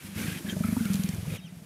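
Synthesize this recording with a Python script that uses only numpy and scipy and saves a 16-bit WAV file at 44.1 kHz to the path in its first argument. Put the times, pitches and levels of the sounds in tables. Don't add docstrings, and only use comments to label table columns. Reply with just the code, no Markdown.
import sys
import numpy as np
from scipy import signal
from scipy.io import wavfile

SR = 44100
rng = np.random.default_rng(int(sys.argv[2]) if len(sys.argv) > 2 else 0)


def master(y):
    cut = np.clip(np.atleast_2d(y).T, -1, 1)
    pcm = np.round(cut * 32767)
    wavfile.write(sys.argv[1], SR, pcm.astype(np.int16))


def gain_from_db(level_db):
    decades = np.asarray(level_db, float) / 20
    return 10 ** decades


N = 72765
T = np.arange(N) / SR

# f/Hz, level/dB
AIR_COLOUR = [(40, -3), (200, 1.5), (330, -4), (600, -11.5), (1000, -15), (2500, -27.5), (9000, -23.5),
              (15700, -34)]
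# t/s, level/dB, coarse stalk share/dB
GRASS_MOVES = [(0, -54, 5.5), (.05, -47.5, -1.5), (0.137, -51.5, 4.5), (0.174, -40.5, 1), (.23, -39.5, -2),
               (0.381, -44.5, 4), (.42, -49, -11), (.46, -47, 0), (.505, -45, 8.5), (.55, -46.5, -9),
               (.66, -45, -6), (.8, -44, -4), (.96, -44.5, -1), (1.1, -46.5, 0), (1.22, -50, -2),
               (1.364, -45, 3), (1.383, -62.5, 9.5), (1.65, -58.5, -3)]
# f/Hz, level/dB
BLADE_COLOUR = [(300, -6.5), (800, -10.5), (1500, -5), (3000, -10), (5000, -10), (8000, -11), (11500, -6),
                (15700, -22.5)]
# f/Hz, width/Hz, level/dB
STALK_RESONANCES = [(1654, 940, 13), (2297, 1100, 19.5), (2940, 820, 10.5)]
# first flap t/s, last flap t/s
FLAP_STRETCHES = [(.0446, .126), (.16, .2076), (.243, .317), (.36, .361), (.446, .48), (.5248, .7252),
                  (.7667, .8062), (.8545, .9008), (.9456, 1.09), (1.135, 1.227), (1.153, 1.154),
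                  (1.262, 1.2767), (1.302, 1.3214), (1.341, 1.342), (1.388, 1.442), (1.467, 1.5225),
                  (1.568, 1.6184)]
FLAP_COUNTS = [3, 2, 3, 1, 2, 6, 2, 2, 4, 3, 1, 2, 2, 1, 2, 2, 2]
# t/s, effort level/dB, throat f/Hz, throat ring/ms, chest share/dB
VOICE_BREATHS = [
    [(.045, -31, 181, 18, -7.5), (.126, -34.5, 188, 19, -13), (.16, -27.5, 197, 18, 1.5),
     (.21, -22.5, 210, 12.2, -13), (.24, -26, 206, 22, -5), (.28, -24.5, 169, 18.6, -7),
     (.317, -27, 158, 13, -5.5), (.36, -28, 176, 11, -10)],
    [(.446, -24.5, 191, 18.6, -13), (.48, -28, 200.6, 23, -10), (.525, -18.5, 216, 5.4, -14),
     (.565, -20, 176, 16, -11), (.605, -12, 199, 11, -19), (.645, -16, 208, 13.4, -10),
     (.725, -12, 211, 9.5, -17), (.767, -14.5, 240.7, 12.7, -11.5), (.806, -16, 213, 21.6, -15)],
    [(.855, -18.5, 189.4, 19.3, -23), (.9, -16, 183, 25.5, -17), (1.04, -17, 185.5, 18.6, -15.5),
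     (1.09, -19, 179.7, 13.6, -12.5), (1.135, -23, 188, 8.1, -4), (1.153, -30, 166, 12.5, -15),
     (1.18, -25.5, 173, 18, 2), (1.227, -26.5, 165, 11, -4)],
    [(1.262, -35, 148, 11, -0.5), (1.277, -22, 158, 20, -14), (1.302, -32.5, 145, 9.1, -0.5),
     (1.32, -22.5, 163, 15, -9), (1.34, -40.5, 148, 15, 7), (1.388, -36.5, 173, 30, -21),
     (1.442, -34.5, 165.7, 31, -36), (1.522, -35, 171.4, 27, -24), (1.568, -37, 159, 19, -7),
     (1.62, -35.5, 175, 13, -20)],
]
# f/Hz, level/dB, ring/ms
UPPER_THROAT = [(375, -22, 14), (605, -21, 10)]
# centre t/s, level/dB, f/Hz
BLADE_FLICKS = [(.175, -46, 1636), (.179, -44, 2153), (.19, -43, 2928), (.191, -42, 2497), (.2, -44, 1550),
                (.202, -44, 2756), (.203, -42, 2153), (.217, -43, 2325), (.219, -44, 1550),
                (.229, -44, 1550), (.235, -43, 2325), (.239, -44, 1894), (.245, -43, 2325),
                (.268, -42, 1894), (.271, -43, 2583), (.279, -43, 2497), (.295, -43, 2497),
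                (.303, -46, 3186), (.306, -45, 2756), (.319, -41, 1620), (.345, -46, 1981),
                (.361, -45, 2497), (.374, -46, 1894), (.377, -45, 3100), (.468, -46, 1722),
                (.489, -44, 1636), (.493, -44, 3703), (.507, -42, 1722), (.533, -43, 1550),
                (.638, -43, 2325), (.654, -42, 2153), (.666, -46, 1291), (.678, -46, 1378),
                (.681, -43, 2300), (.687, -44, 1722), (.702, -46, 2153), (.727, -48, 1722),
                (.783, -48, 1378), (.798, -45, 2153), (.807, -44, 1464), (.863, -42, 1378),
                (.866, -42, 2239), (.886, -48, 2239), (.906, -45, 1378), (1.067, -48, 2411),
                (1.255, -48, 947), (1.307, -43, 2497), (1.345, -46, 2411), (1.363, -47, 2411)]
# t/s, peak level/dB, f/Hz, ring/ms
STALK_SNAPS = [(.283, -37, 1620, 12), (.325, -37, 1650, 14), (.38, -38, 3100, 8), (.447, -43, 610, 10),
               (.495, -28, 3180, 10), (.405, -38, 335, 16), (.529, -36, 340, 18), (.548, -40, 340, 12),
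               (1.336, -37, 440, 12), (.565, -34, 615, 12), (.637, -30, 1320, 10), (.765, -36, 920, 9),
               (.7655, -39, 1220, 8)]
# t/s, length/s, level/dB, f/Hz,
# width/Hz
TUSSOCK_BRUSHES = [(.45, .1, -54, 1650, 350), (.47, .05, -52, 350, 70), (.485, .04, -50, 3200, 500),
                   (.5, .03, -50, 6500, 1200), (.64, .1, -55, 1350, 300), (.77, .15, -55, 1400, 400),
                   (.635, .12, -54, 2200, 600), (.62, .2, -55, 11000, 3500), (.97, .12, -54, 11300, 3000),
                   (1.1, .16, -59, 600, 400), (1.25, .128, -54, 480, 200), (1.29, .088, -54, 2250, 900)]
# t/s, peak level/dB, centre f/Hz, length/ms
DRY_CRACKS = [(0.854, -29, 2360, 2.2), (0.933, -31.5, 6300, 5.3), (0.941, -26, 4300, 3.3),
              (0.956, -25, 3450, 1.5), (1.036, -28, 5400, 2.6), (1.089, -30, 3580, 4.3),
              (.657, -39, 9000, 4.5), (1.147, -35, 5300, 1.4)]
# t/s, length/s, f/Hz, level/dB
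BIRD_WHISTLES = [(1.29, .03, 3760, -61), (1.318, .048, 3760, -54), (1.378, .025, 3720, -63),
                 (1.385, .03, 2020, -66), (1.405, .046, 3750, -59), (1.478, .04, 2020, -64),
                 (1.49, .022, 3750, -66)]
# t/s, level/dB
SLIDING_WHISTLES = [(1.363, -57), (1.447, -60)]
CHIRP_TIMES = [1.352, 1.432]


def rms_one(x):
    return x / np.sqrt(np.mean(x ** 2) + 1e-20)


def drift(rate):
    r = np.exp(-80 * np.pi * rate / SR)
    white = rng.standard_normal(N // 40 + 2002)
    slow = signal.lfilter([1], [1, -2 * r, r * r], white)[2000:]
    return np.interp(np.arange(N) / 40, np.arange(len(slow)), rms_one(slow))


def resonate(x, hz, width_hz):
    r = np.exp(-np.pi * width_hz / SR)
    poles = [1, -2 * r * np.cos(2 * np.pi * hz / SR), r * r]
    return signal.lfilter([(1 - r * r) / 2, 0, (r * r - 1) / 2], poles, x)


def coloured(white, spectrum, patchy_db):
    hz, db = np.transpose(spectrum)
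    edges = 22 * 2 ** np.arange(1, 9.7, 1 / 3)
    out = 0
    for k, (low, high) in enumerate(zip(edges, edges[1:])):
        sos = signal.butter(2, [low, high], "band", fs=SR, output="sos")
        band = signal.sosfilt(sos, white[k % 2])
        level_db = np.interp(np.log(low * high) / 2, np.log(hz), db)
        out = out + band * gain_from_db(level_db + patchy_db * drift(8))
    return rms_one(out)


def add(out, s, sound):
    i = int(s * SR)
    out[i:i + len(sound)] += sound[:N - i]


def open_air():
    return gain_from_db(-54.5) * coloured(rng.standard_normal((2, N)), AIR_COLOUR, patchy_db=2.5)


def grass(move_db, coarse_db):
    grains_per_s, grain_spread_db, stalk_db = 5000, 0, -5.5
    sizes = gain_from_db(grain_spread_db * np.minimum(rng.exponential(1, (3, N)), 5))
    signs = rng.choice([-1, 1], (3, N))
    struck = rng.random((3, N)) < grains_per_s * gain_from_db(drift(40)) / SR
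    grains = sizes * signs * struck + 1e-18
    stalks = 0
    for hz, width, db in STALK_RESONANCES:
        flicker = gain_from_db(db + 2 * drift(40))
        stalks = stalks + flicker * rms_one(resonate(resonate(grains[2], hz, width), hz, width))
    blades = coloured(grains, BLADE_COLOUR, patchy_db=.5)
    return gain_from_db(move_db) * (blades + gain_from_db(stalk_db + coarse_db) * rms_one(stalks))


def rasp(move_db):
    hz, width_hz, level_db, follows_grass = 175, 124, -37.5, 1.14
    noise = resonate(rng.standard_normal(N), hz, width_hz)
    noise = resonate(noise, hz * .8, width_hz * 2)
    effort_db = follows_grass * (move_db - move_db.max())
    return rms_one(noise) * gain_from_db(level_db + effort_db + 2 * drift(16))


def throat_modes(at, hz, ring_ms, chest_db):
    open_s, width_s, shut_db, rise_hz_per_s = .6, .16, -15, 400
    mouth_db = shut_db * min(1, ((at - open_s) / width_s) ** 4)
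    rise_hz = rise_hz_per_s * np.clip(at - open_s, 0, width_s)
    top_hz, top_db, top_ms = UPPER_THROAT[1]
    return [(hz, 0, ring_ms),
            (hz * .88, -15, 30),
            (102, chest_db, 18),
            UPPER_THROAT[0],
            (top_hz + rise_hz, top_db + mouth_db, top_ms)]


def growl():
    out, t = np.zeros(N), np.arange(int(.09 * SR)) / SR
    pitch_spread = np.array([[0], [.03], [.03], [.03], [.03]])
    spread_db = np.array([[.7], [.9], [.9], [.9], [.9]])
    bend_per_s = np.array([[1.2], [0], [0], [0], [0]])
    lag_s = np.array([[0], [0], [.0031], [0], [0]])
    polarity = np.array([[-1], [-1], [1], [-1], [-1]])
    attack = 1 - np.exp(-1000 * t / 2.1)
    stretches = [np.linspace(a, b, n) for (a, b), n in zip(FLAP_STRETCHES, FLAP_COUNTS)]
    s, *columns = np.concatenate(VOICE_BREATHS).T
    for at in np.concatenate(stretches):
        effort_db, hz, ring_ms, chest_db = [np.interp(at, s, c) for c in columns]
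        modes = throat_modes(at, hz, ring_ms, chest_db)
        f, level, ms = np.transpose(modes)[:, :, None]
        z = rng.standard_normal((3, 5, 1))
        f = f * (1 + pitch_spread * z[0])
        ms = ms * np.exp(.08 * z[1])
        fade = np.exp(-(1000 * t / ms) ** 1.3)
        tones = np.sin(2 * np.pi * f * (t * (1 + bend_per_s * t) - lag_s))
        flap = (polarity * gain_from_db(level + spread_db * z[2]) * fade * tones).sum(0)
        add(out, at - .0006, gain_from_db(effort_db) * flap * attack)
    return out - resonate(out, 345, 170)


def flicks():
    out, u = np.zeros(N), np.arange(SR // 50) / SR - .01
    swell = np.exp(-(1000 * u / 4.5) ** 2)
    for s, db, hz in BLADE_FLICKS:
        phase, bend = rng.uniform(-1.13, 1, 2)
        tone = np.sin(2 * np.pi * hz * u * (1 + 4 * bend * u) + np.pi * phase)
        add(out, s - .01, gain_from_db(db + 1.5) * swell * tone)
    return out


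def snaps():
    out, t = np.zeros(N), np.arange(int(.056 * SR)) / SR
    attack = np.minimum(1, t / .0019)
    for s, db, hz, ms in STALK_SNAPS:
        noise = resonate(rng.standard_normal(len(t)), hz, hz * .25)
        tone = np.sin(2 * np.pi * hz * t) + .4 * rms_one(noise)
        add(out, s, gain_from_db(db) * tone * np.exp(-1000 * t / ms * 1.37) * attack)
    return out


def brushes():
    out = np.zeros(N)
    for s, length, db, hz, width in TUSSOCK_BRUSHES:
        n = int(length * SR)
        draw = rng.random((2, SR // 4))
        grains = (draw[0] < .08) * (draw[1] - .5) ** 3
        ring = resonate(resonate(grains, hz, width), hz, width)[2000:2000 + n]
        swell = np.sin(np.linspace(0, np.pi, n)) ** .4
        add(out, s, gain_from_db(db + 3.5) * rms_one(ring) * swell)
    return out


def cracks():
    out, t = np.zeros(N), np.arange(int(.056 * SR)) / SR
    attack = np.minimum(1, t / .0003)
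    for s, db, hz, ms in DRY_CRACKS:
        burst = rms_one(resonate(rng.standard_normal(len(t)), hz, hz * 1.9))
        add(out, s, gain_from_db(db - 3) * burst * np.exp(-(1000 * t / ms) ** 2) * attack)
    return out


def note(hz, overtone=0):
    phase, u = 2 * np.pi * np.cumsum(hz) / SR, np.linspace(0, 1, len(hz))
    edge = np.sin(np.pi * u) ** .6 * np.sqrt(2) * gain_from_db(.8 * drift(80)[:len(hz)])
    octave = overtone * np.clip(4 * u - 1.3, 0, 1) * np.sin(2 * phase)
    return (np.sin(phase) + octave) * edge


def chirps():
    out, hold = np.zeros(N), .38
    u = np.linspace(0, 1, int(.057 * SR))
    hz = 3200 - 900 * np.clip((u - hold) / (1 - hold), 0, 1) ** 1.2
    for s in CHIRP_TIMES:
        add(out, s, gain_from_db(-54.5) * note(hz, overtone=gain_from_db(-6)))
    return out


def whistles():
    out = np.zeros(N)
    for s, length, hz, db in BIRD_WHISTLES:
        waver = 1 + .0052 * drift(60)[:int(length * SR)]
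        add(out, s, gain_from_db(db) * note(hz * waver))
    for s, db in SLIDING_WHISTLES:
        add(out, s, gain_from_db(db) * note(np.linspace(3720, 3150, int(.016 * SR))))
    return out


def birds():
    return chirps() + whistles()


def scene():
    s, move, coarse = np.transpose(GRASS_MOVES)
    move_db, coarse_db = np.interp(T, s, move), np.interp(T, s, coarse)
    air = open_air()
    cat = growl() + rasp(move_db)
    stalks = grass(move_db, coarse_db) + brushes() + snaps() + flicks() + cracks()
    return (air + cat + stalks + birds())[None]


def band_limit(x):
    return signal.sosfilt(signal.butter(12, 15730, fs=SR, output="sos"), x)


def record(dry):
    bass_cut = signal.butter(2, 50, "high", fs=SR, output="sos")
    top_cut = signal.ellip(12, .5, 60, 15650, fs=SR, output="sos")
    mix = signal.sosfilt(top_cut, signal.sosfilt(bass_cut, dry))
    return band_limit(mix)


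dry = scene()
out = record(dry)
master(out)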